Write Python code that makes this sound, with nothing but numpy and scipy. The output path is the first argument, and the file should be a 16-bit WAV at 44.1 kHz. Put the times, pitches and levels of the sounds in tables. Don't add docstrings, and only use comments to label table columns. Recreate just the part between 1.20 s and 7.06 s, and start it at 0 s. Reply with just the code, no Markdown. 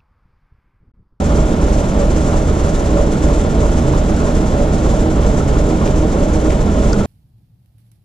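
import sys
import numpy as np
from scipy import signal
from scipy.fft import rfft, irfft
from scipy.io import wavfile
from scipy.ndimage import map_coordinates

SR = 44100
rng = np.random.default_rng(int(sys.argv[2]) if len(sys.argv) > 2 else 0)


def unload_wav(signal):
    wavfile.write(
        sys.argv[1],
        SR,
        np.round(np.clip(np.atleast_2d(signal).T, -1, 1) * 32767).astype(np.int16),
    )


N = 258426
T = np.arange(N) / SR
FREQS = np.fft.rfftfreq(N, 1 / SR)
EASE = np.clip(np.minimum(T, T[-1] - T) / .002, 0, 1)

CYCLE_HZ, COMPRESSOR_HZ = 3.1072, 26.68
FIRST_FIRING_S = .021

# (multiple of the cycle rate, level [dB])
ENGINE_ORDERS = [(6, -23.1), (7, -41), (14, -38.4), (15, -32.9), (20, -33.5), (21, -38.5), (22, -33.5),
                 (24, -31), (25, -36), (26, -38), (30, -36), (36, -34), (42, -37.5), (90, -35), (100, -39),
                 (176, -42.5), (183, -42), (184, -39), (186, -43), (199, -40.5), (208, -43.5)]
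# (multiple of the cycle rate, level [dB])
LOPE_ORDERS = [(10, -33.9), (11, -29.3), (12, -23.3), (13, -28.8)]
LOPE_CREST_S = .216


def drone(cycles):
    return hum(cycles, ENGINE_ORDERS, waver_db=.6) + throb(cycles, LOPE_ORDERS, LOPE_CREST_S)


CYLINDERS_DB = [0.062, -0.29, -0.088, 1.1, 0.57, 0.75, 1.05, -0.48, 0.04, -0.12, -0.35, 1.4]
# (frequency [Hz], density [dB per Hz])
MACHINERY = [(12, -53), (30, -49.5), (70, -44), (100, -45), (140, -41.5), (230, -43), (430, -46.5),
             (700, -53.5), (1100, -64.5), (1700, -72.5), (2500, -75), (3500, -76), (4600, -81),
             (14000, -104)]
# (frequency [Hz], power share [0-1])
REPEATING = [(70, 0.4), (150, 0.32), (330, 0.36), (550, 0.21), (1100, 0.24), (2500, 0.11)]
# (frequency [Hz], width [Hz], gain [dB])
CAB_MODES = [(238, 20, 2), (427, 30, 1), (578, 18, 4.5), (616, 26, 6), (648, 10, 5), (778, 30, 2),
             (1060, 140, 2), (1385, 190, 6.3), (1795, 50, 3), (3400, 500, 1.5)]
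# (frequency [Hz], width [Hz], gain [dB])
CAB_NODES = [(178, 30, -2.5), (260, 14, -7), (302, 30, -2), (342, 10, -4), (378, 16, -4), (557, 10, -5),
             (633, 10, -8), (700, 70, -3), (830, 60, -1.5)]


def clatter(cycles, knock_db, knock_decay, smear_s):
    length = int(SR / CYCLE_HZ)
    place = cycles % 1 * length
    one_cycle = rng.standard_normal((2, length))
    same = np.array([map_coordinates(row, [place], order=3, mode="wrap") for row in one_cycle])
    fresh = rng.standard_normal((2, N))
    share = np.clip(curve(REPEATING), 0, 1)
    noise = irfft(rfft(same) * np.sqrt(share) + rfft(fresh) * np.sqrt(1 - share), N)

    firing = cycles % 1 * len(CYLINDERS_DB)
    cylinder_db = np.array(CYLINDERS_DB)[firing.astype(int)]
    blow = undb(cylinder_db + knock_db * np.exp(-(firing % 1) / knock_decay))
    blow = irfft(rfft(blow) / (1 + 2j * np.pi * FREQS * smear_s), N)
    cab_db = sum(db / (1 + (2 * (FREQS - hz) / width) ** 2) for hz, width, db in CAB_MODES + CAB_NODES)
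    return colour(noise * unit_power(blow), curve(MACHINERY) + cab_db)


# (first crest [s], pitch [Hz], level [dB], length [s])
RINGS = [(.02, 203, -29, .06), (.055, 186, -29.5, .07), (.055, 158, -29, .06), (.08, 238, -29, .05),
         (.28, 244, -28, .07), (.085, 285, -26.5, .06), (.008, 315, -31, .06), (.13, 316, -31, .06),
         (.17, 429, -30.5, .06), (.255, 424, -31.5, .06), (.185, 573, -29, .09), (.06, 572, -33, .06),
         (.025, 620, -29, .04), (.15, 619, -29, .03), (.21, 617, -30, .08), (.018, 778, -32, .03),
         (.1, 785, -36, .02), (.19, 738, -35, .05), (.28, 835, -34, .02), (.11, 1070, -35, .02),
         (.172, 1060, -37, .025), (.025, 1335, -40, .016)]


def rings(cycles, gain_db, scatter_db, slack, rise):
    out = np.zeros(N)
    for crest_s, hz, db, length_s in RINGS:
        turn = cycles + (FIRST_FIRING_S - crest_s) * CYCLE_HZ + .5
        age = (turn % 1 - .5) / CYCLE_HZ
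        strength, slip = rng.standard_normal((24, 2))[np.floor(turn).astype(int) + 1].T
        spread = np.where(age < 0, rise, 1 - rise) * length_s
        envelope = np.exp(-(age / spread) ** 2) * undb(db + scatter_db * strength)
        out += envelope * np.cos(2 * np.pi * (hz * age + slack * slip + rng.random()))
    return spread_tones(out) * np.sqrt(2) * undb(gain_db)


# (crest [s], pitch [Hz], level [dB], length [s])
TONAL_SWELLS = [(.33, 314, -20.5, .055), (.45, 318, -22.5, .11), (.76, 200, -22, .1), (.82, 573, -24, .08),
                (.98, 316, -22.5, .08), (1.05, 203, -22, .07), (1.13, 311, -23.5, .08),
                (1.36, 316, -23.5, .08), (1.73, 312, -21, .08), (1.79, 572, -26, .1),
                (1.93, 314, -20.5, .08), (2.05, 313, -22, .07), (2.11, 572, -24, .08),
                (2.68, 134, -21.5, .09), (2.7, 308, -21.5, .08), (2.92, 316, -22.5, .08),
                (3.22, 311, -21, .07), (3.4, 571, -24.5, .08), (3.65, 314, -20, .07),
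                (3.88, 316, -22.5, .08), (3.93, 138, -22.5, .08), (4.28, 134, -21, .07),
                (4.37, 574, -26, .1), (4.52, 314, -22, .07), (4.68, 572, -26, .09), (4.77, 314, -22.5, .06),
                (4.84, 314, -20.5, .07), (5.0, 134, -23, .12), (5.05, 574, -24.5, .09),
                (5.16, 312, -21, .07), (5.26, 313, -19, .08), (5.29, 617, -26.5, .1),
                (5.48, 203, -21.5, .1), (5.59, 617, -27, .08), (5.8, 203, -20, .1)]


def tonal_swells(gain_db):
    out = np.zeros(N)
    for s, hz, db, length_s in TONAL_SWELLS:
        envelope = np.exp(-(2 * (T - s) / length_s) ** 2) * undb(db)
        out += envelope * np.cos(2 * np.pi * (hz * T + rng.random()))
    return spread_tones(out) * np.sqrt(2) * undb(gain_db)


# (time [s], relative strength [dB])
KNOCKS = [(.1, -3), (.166, -2), (.808, -1.5), (1.07, -4), (1.13, -.5), (1.45, -4), (1.773, .5), (2.093, -3),
          (2.416, 1), (2.728, .5), (3.0, -3), (3.06, -3), (3.321, -2.5), (3.644, -4.5), (3.964, -4),
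          (4.34, -2.5), (4.611, -4.5), (4.933, -5), (5.566, -4), (5.626, -4.5)]
# (frequency [Hz], density [dB per Hz])
KNOCK_SPECTRUM = [(500, -86), (820, -54.5), (1080, -57), (1200, -57.5), (1380, -61.5), (1600, -70.5),
                  (2500, -82), (6000, -110)]


def cylinder_knocks():
    return bursts(KNOCKS, KNOCK_SPECTRUM, attack_s=.0058, decay_s=.033, grain_db=.5)


# (multiple of the shaft rate, level [dB])
COMPRESSOR_ORDERS = [(1, -23.7), (3, -23.7), (5, -28.5), (6, -29.5), (7, -31), (9, -33.5), (12, -36),
                     (13, -41)]


def compressor_hum(strokes):
    return hum(strokes, COMPRESSOR_ORDERS, waver_db=1)


# (multiple of the cycle rate, level [dB])
BOOM_ORDERS = [(16, -30.5), (17, -30), (18, -23.8)]
BOOM_CREST_S, BOOM_BEAT_S = .172, .135


def boom(cycles, strokes, compressor_db):
    crest, meet = int(BOOM_CREST_S * SR), int(BOOM_BEAT_S * SR)
    compressor_turns = 2 * (strokes - strokes[meet]) + 18 * (cycles[meet] - cycles[crest])
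    return throb(cycles, BOOM_ORDERS, BOOM_CREST_S) + tone(compressor_turns, compressor_db, waver_db=.4)


# (frequency [Hz], density [dB per Hz])
PANEL = [(1500, -75.5), (3200, -79.5), (4600, -81), (5800, -76.5), (7500, -75), (8200, -84), (9900, -87.5),
         (11300, -99.5), (12500, -102), (14000, -106)]
# (engine order, compressor order, depth before the shake factor [dB], time of one cosine peak [s])
BEATS = [(6, 0, 1.66, .0535), (-6, 1, 1, 0.064), (12, -1, 0.85, 0.054), (12, 0, -0.46, 0.053),
         (3, 0, 0.5, 0.086)]
# (rate [Hz], depth [dB], time of one crest [s])
SWELLS = [(.917, 0, 0.74), (1.936, 1, 0.027), (2.57, 0.47, 0.22), (3.107, .5, 0.2), (5.141, 0.3, 0.065),
          (7.359, .5, .018), (9.962, 0.57, 0.081)]
PANEL_FADE_DB_PER_S = .17


def panel(shake, snap, flutter_db, drift_db):
    drive_db = 0
    for engine, compressor, db, crest_s in BEATS:
        hz = engine * CYCLE_HZ + compressor * COMPRESSOR_HZ
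        angle = 2 * np.pi * hz * (T - crest_s)
        drive_db = drive_db + shake * db * (np.cos(angle) - snap * np.sin(2 * angle))
    swell_db = sum(db * np.cos(2 * np.pi * hz * (T - crest_s)) for hz, db, crest_s in SWELLS)
    chance_db = flutter_db * walk(40) + drift_db * walk(9.3)
    contacts = undb(drive_db + swell_db - PANEL_FADE_DB_PER_S * T + chance_db)
    return colour(rng.standard_normal((2, N)) * unit_power(contacts), curve(PANEL))


# (time [s], relative strength [dB])
SNAPS = [(.9, 0), (.96, 1.5), (1.168, 2), (1.703, 0), (2.13, 2), (2.515, 2), (2.678, 1), (2.995, .5),
         (3.79, -1), (4.06, 1.5), (4.275, 2.5), (4.757, 1.5), (4.915, 1), (5.13, .5), (5.405, -1)]


def panel_snaps():
    return bursts(SNAPS, PANEL, attack_s=.003, decay_s=.018, grain_db=0)


# (time [s], relative strength [dB])
RATTLES = [(.04, -3), (.305, -2), (.574, -2), (1.543, -1.5), (1.66, -3), (3.06, -.5), (3.154, -2),
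           (4.02, -1), (4.657, -1), (5.298, 3)]
# (frequency [Hz], density [dB per Hz])
RATTLE_SPECTRUM = [(900, -93), (1800, -70), (3400, -70.5), (4500, -81), (7500, -83), (13000, -104)]


def sheet_rattles():
    return bursts(RATTLES, RATTLE_SPECTRUM, attack_s=.0098, decay_s=.025, grain_db=4.5)


# (frequency [Hz], level [dB])
WHINE = [(194.5, -37.2), (205.7, -31.7), (730.1, -47.9), (890.4, -49.2), (959.9, -50), (1787, -62),
         (2117.3, -61.5), (2197.1, -56)]


def machine_whine():
    return hum(shaft(1, wander=.0004), WHINE, waver_db=2.2)


# (time [s], ring pitch [Hz], ring gain [dB], tick gain [dB], left minus right [dB])
CLINKS = [(4.204, 1335, -15.5, -55, 0), (5.311, 1400, -27, -38, 1.5), (5.7308, 1440, -12.5, -7.5, 3.5),
          (5.807, 1345, -18.5, -55, .5), (5.831, 1340, -23.5, -55, .5)]
# (multiple of the ring pitch, level before the ring gain [dB], t60 [s])
CLINK_BODY = [(.94, -14, .022), (1, 0, .037), (1.07, -11, .022)]
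# (frequency [Hz], level before the tick gain [dB], t60 [s])
CLINK_TICK = [(4770, -6, .01), (5100, -6, .011), (5450, -9, .01), (5950, -7, .01), (6500, -14, .01),
              (7200, -15, .01)]


def clinks():
    out = np.zeros((2, N))
    for s, ring_hz, ring_db, tick_db, pan_db in CLINKS:
        start = int(s * SR)
        age = T[:min(SR // 10, N - start)]
        body = ring([(ratio * ring_hz, db, t60) for ratio, db, t60 in CLINK_BODY], age)
        tick = ring(CLINK_TICK, age)
        build_up, contact = 1 - np.exp(-age / .003), 1 - np.exp(-age / .0005)
        hit = undb(ring_db) * build_up * body + undb(tick_db) * contact * tick
        out[:, start:start + len(age)] += undb([[pan_db / 2], [-pan_db / 2]]) * hit
    return out


def bursts(rows, spectrum, attack_s, decay_s, grain_db):
    envelope = np.zeros(N)
    for s, db in rows:
        age = np.maximum(T - s, 0)
        envelope += undb(db) * (1 - np.exp(-age / attack_s)) * np.exp(-age / decay_s)
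    grain = unit_power(undb(grain_db * walk(250)))
    spray = rng.standard_normal((2, N)) * grain * envelope / envelope.max()
    return colour(spray, curve(spectrum))


def ring(modes, age):
    return sum(undb(db - 60 * age / t60) * np.sin(2 * np.pi * hz * age) for hz, db, t60 in modes)


def tone(turns, db, waver_db):
    swell = np.interp(T, np.linspace(0, T[-1], 30), rng.standard_normal(30))
    return np.sqrt(2) * undb(db + waver_db * swell) * np.cos(2 * np.pi * turns)


def hum(turns, lines, waver_db):
    return sum(tone(k * turns + rng.random(), db, waver_db) for k, db in lines)


def throb(cycles, orders, crest_s):
    turns = cycles - cycles[int(crest_s * SR)]
    return sum(tone(k * turns, db, waver_db=.4) for k, db in orders)


def shaft(hz, wander):
    return np.cumsum(hz * (1 + wander * walk(.54))) / SR


def walk(rate):
    y = irfft(rfft(rng.standard_normal(N)) * np.exp(-(FREQS / rate) ** 2), N)
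    return y / y.std()


def undb(db):
    return 10 ** (np.asarray(db) / 20)


def unit_power(envelope):
    return envelope / np.sqrt(np.mean(envelope ** 2))


def curve(points):
    hz, value = np.transpose(points)
    return np.interp(np.log(FREQS + 1), np.log(hz), value)


# (frequency [Hz], coherence [0-1], phase lead of the left [rad])
LIKENESS = [(60, 0.94, 0.37), (140, 1, 0.024), (296, 0.94, 0.047), (610, 0.99, 0.76), (895, 0.61, 1.67),
            (1340, 0.98, 1.57), (1800, 0, 2.14), (2460, 0.57, 0.008), (4050, 1, 0.44), (5200, 0.6, 0.95),
            (7200, 0.14, 1.8), (13000, 0, 2.3)]


def colour(noises, db):
    table = np.array(LIKENESS)
    alike, lead = np.clip(curve(table[:, [0, 1]]), 0, 1), curve(table[:, [0, 2]])
    shared, apart = rfft(noises) * np.sqrt([1 + alike, 1 - alike])
    left = (shared + apart) * np.exp(.5j * lead)
    right = (shared - apart) * np.exp(-.5j * lead)
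    middle_gain = np.sqrt(SR / 2 / (1 + alike * np.cos(lead)))
    return irfft(np.array([left, right]) * undb(db) * middle_gain, N)


def spread_tones(x):
    lead = curve(np.array(LIKENESS)[:, [0, 2]])
    return irfft(rfft(x * EASE) * np.exp(.5j * np.array([lead, -lead])), N)


# (frequency [Hz], left minus right [dB])
BALANCE_DB = [(60, -1.5), (110, -2.0), (200, -3.0), (370, -3.0), (670, -3.0), (1220, 0.0), (2230, 1.0),
              (4070, -0.5), (7440, -1.0), (13600, -5.0)]


def scene():
    cycles = shaft(CYCLE_HZ, wander=.00028) - FIRST_FIRING_S * CYCLE_HZ
    strokes = shaft(COMPRESSOR_HZ, wander=.00038)
    cab = drone(cycles) + clatter(cycles, knock_db=3, knock_decay=.25, smear_s=.002)
    cab = cab + rings(cycles, gain_db=-.1, scatter_db=1.5, slack=.11, rise=.43)
    cab = cab + tonal_swells(gain_db=.44) + cylinder_knocks()
    cab = cab + compressor_hum(strokes) + boom(cycles, strokes, compressor_db=-22.5)
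    cab = cab + panel(shake=1.16, snap=.4, flutter_db=.75, drift_db=.5) + panel_snaps()
    cab = cab + sheet_rattles() + machine_whine()
    balance = curve(BALANCE_DB)
    return irfft(rfft(cab * EASE) * undb(np.array([balance, -balance]) / 2), N) + clinks()


TOP_HZ = 14200


def record(dry):
    bass_cut = signal.sosfilt(signal.butter(2, 11, "high", fs=SR, output="sos"), dry)
    rounded = bass_cut / (1 + bass_cut ** 8) ** (1 / 8)
    return signal.sosfilt(signal.ellip(8, .2, 70, TOP_HZ, fs=SR, output="sos"), rounded)


dry = scene()
out = record(dry)
unload_wav(out)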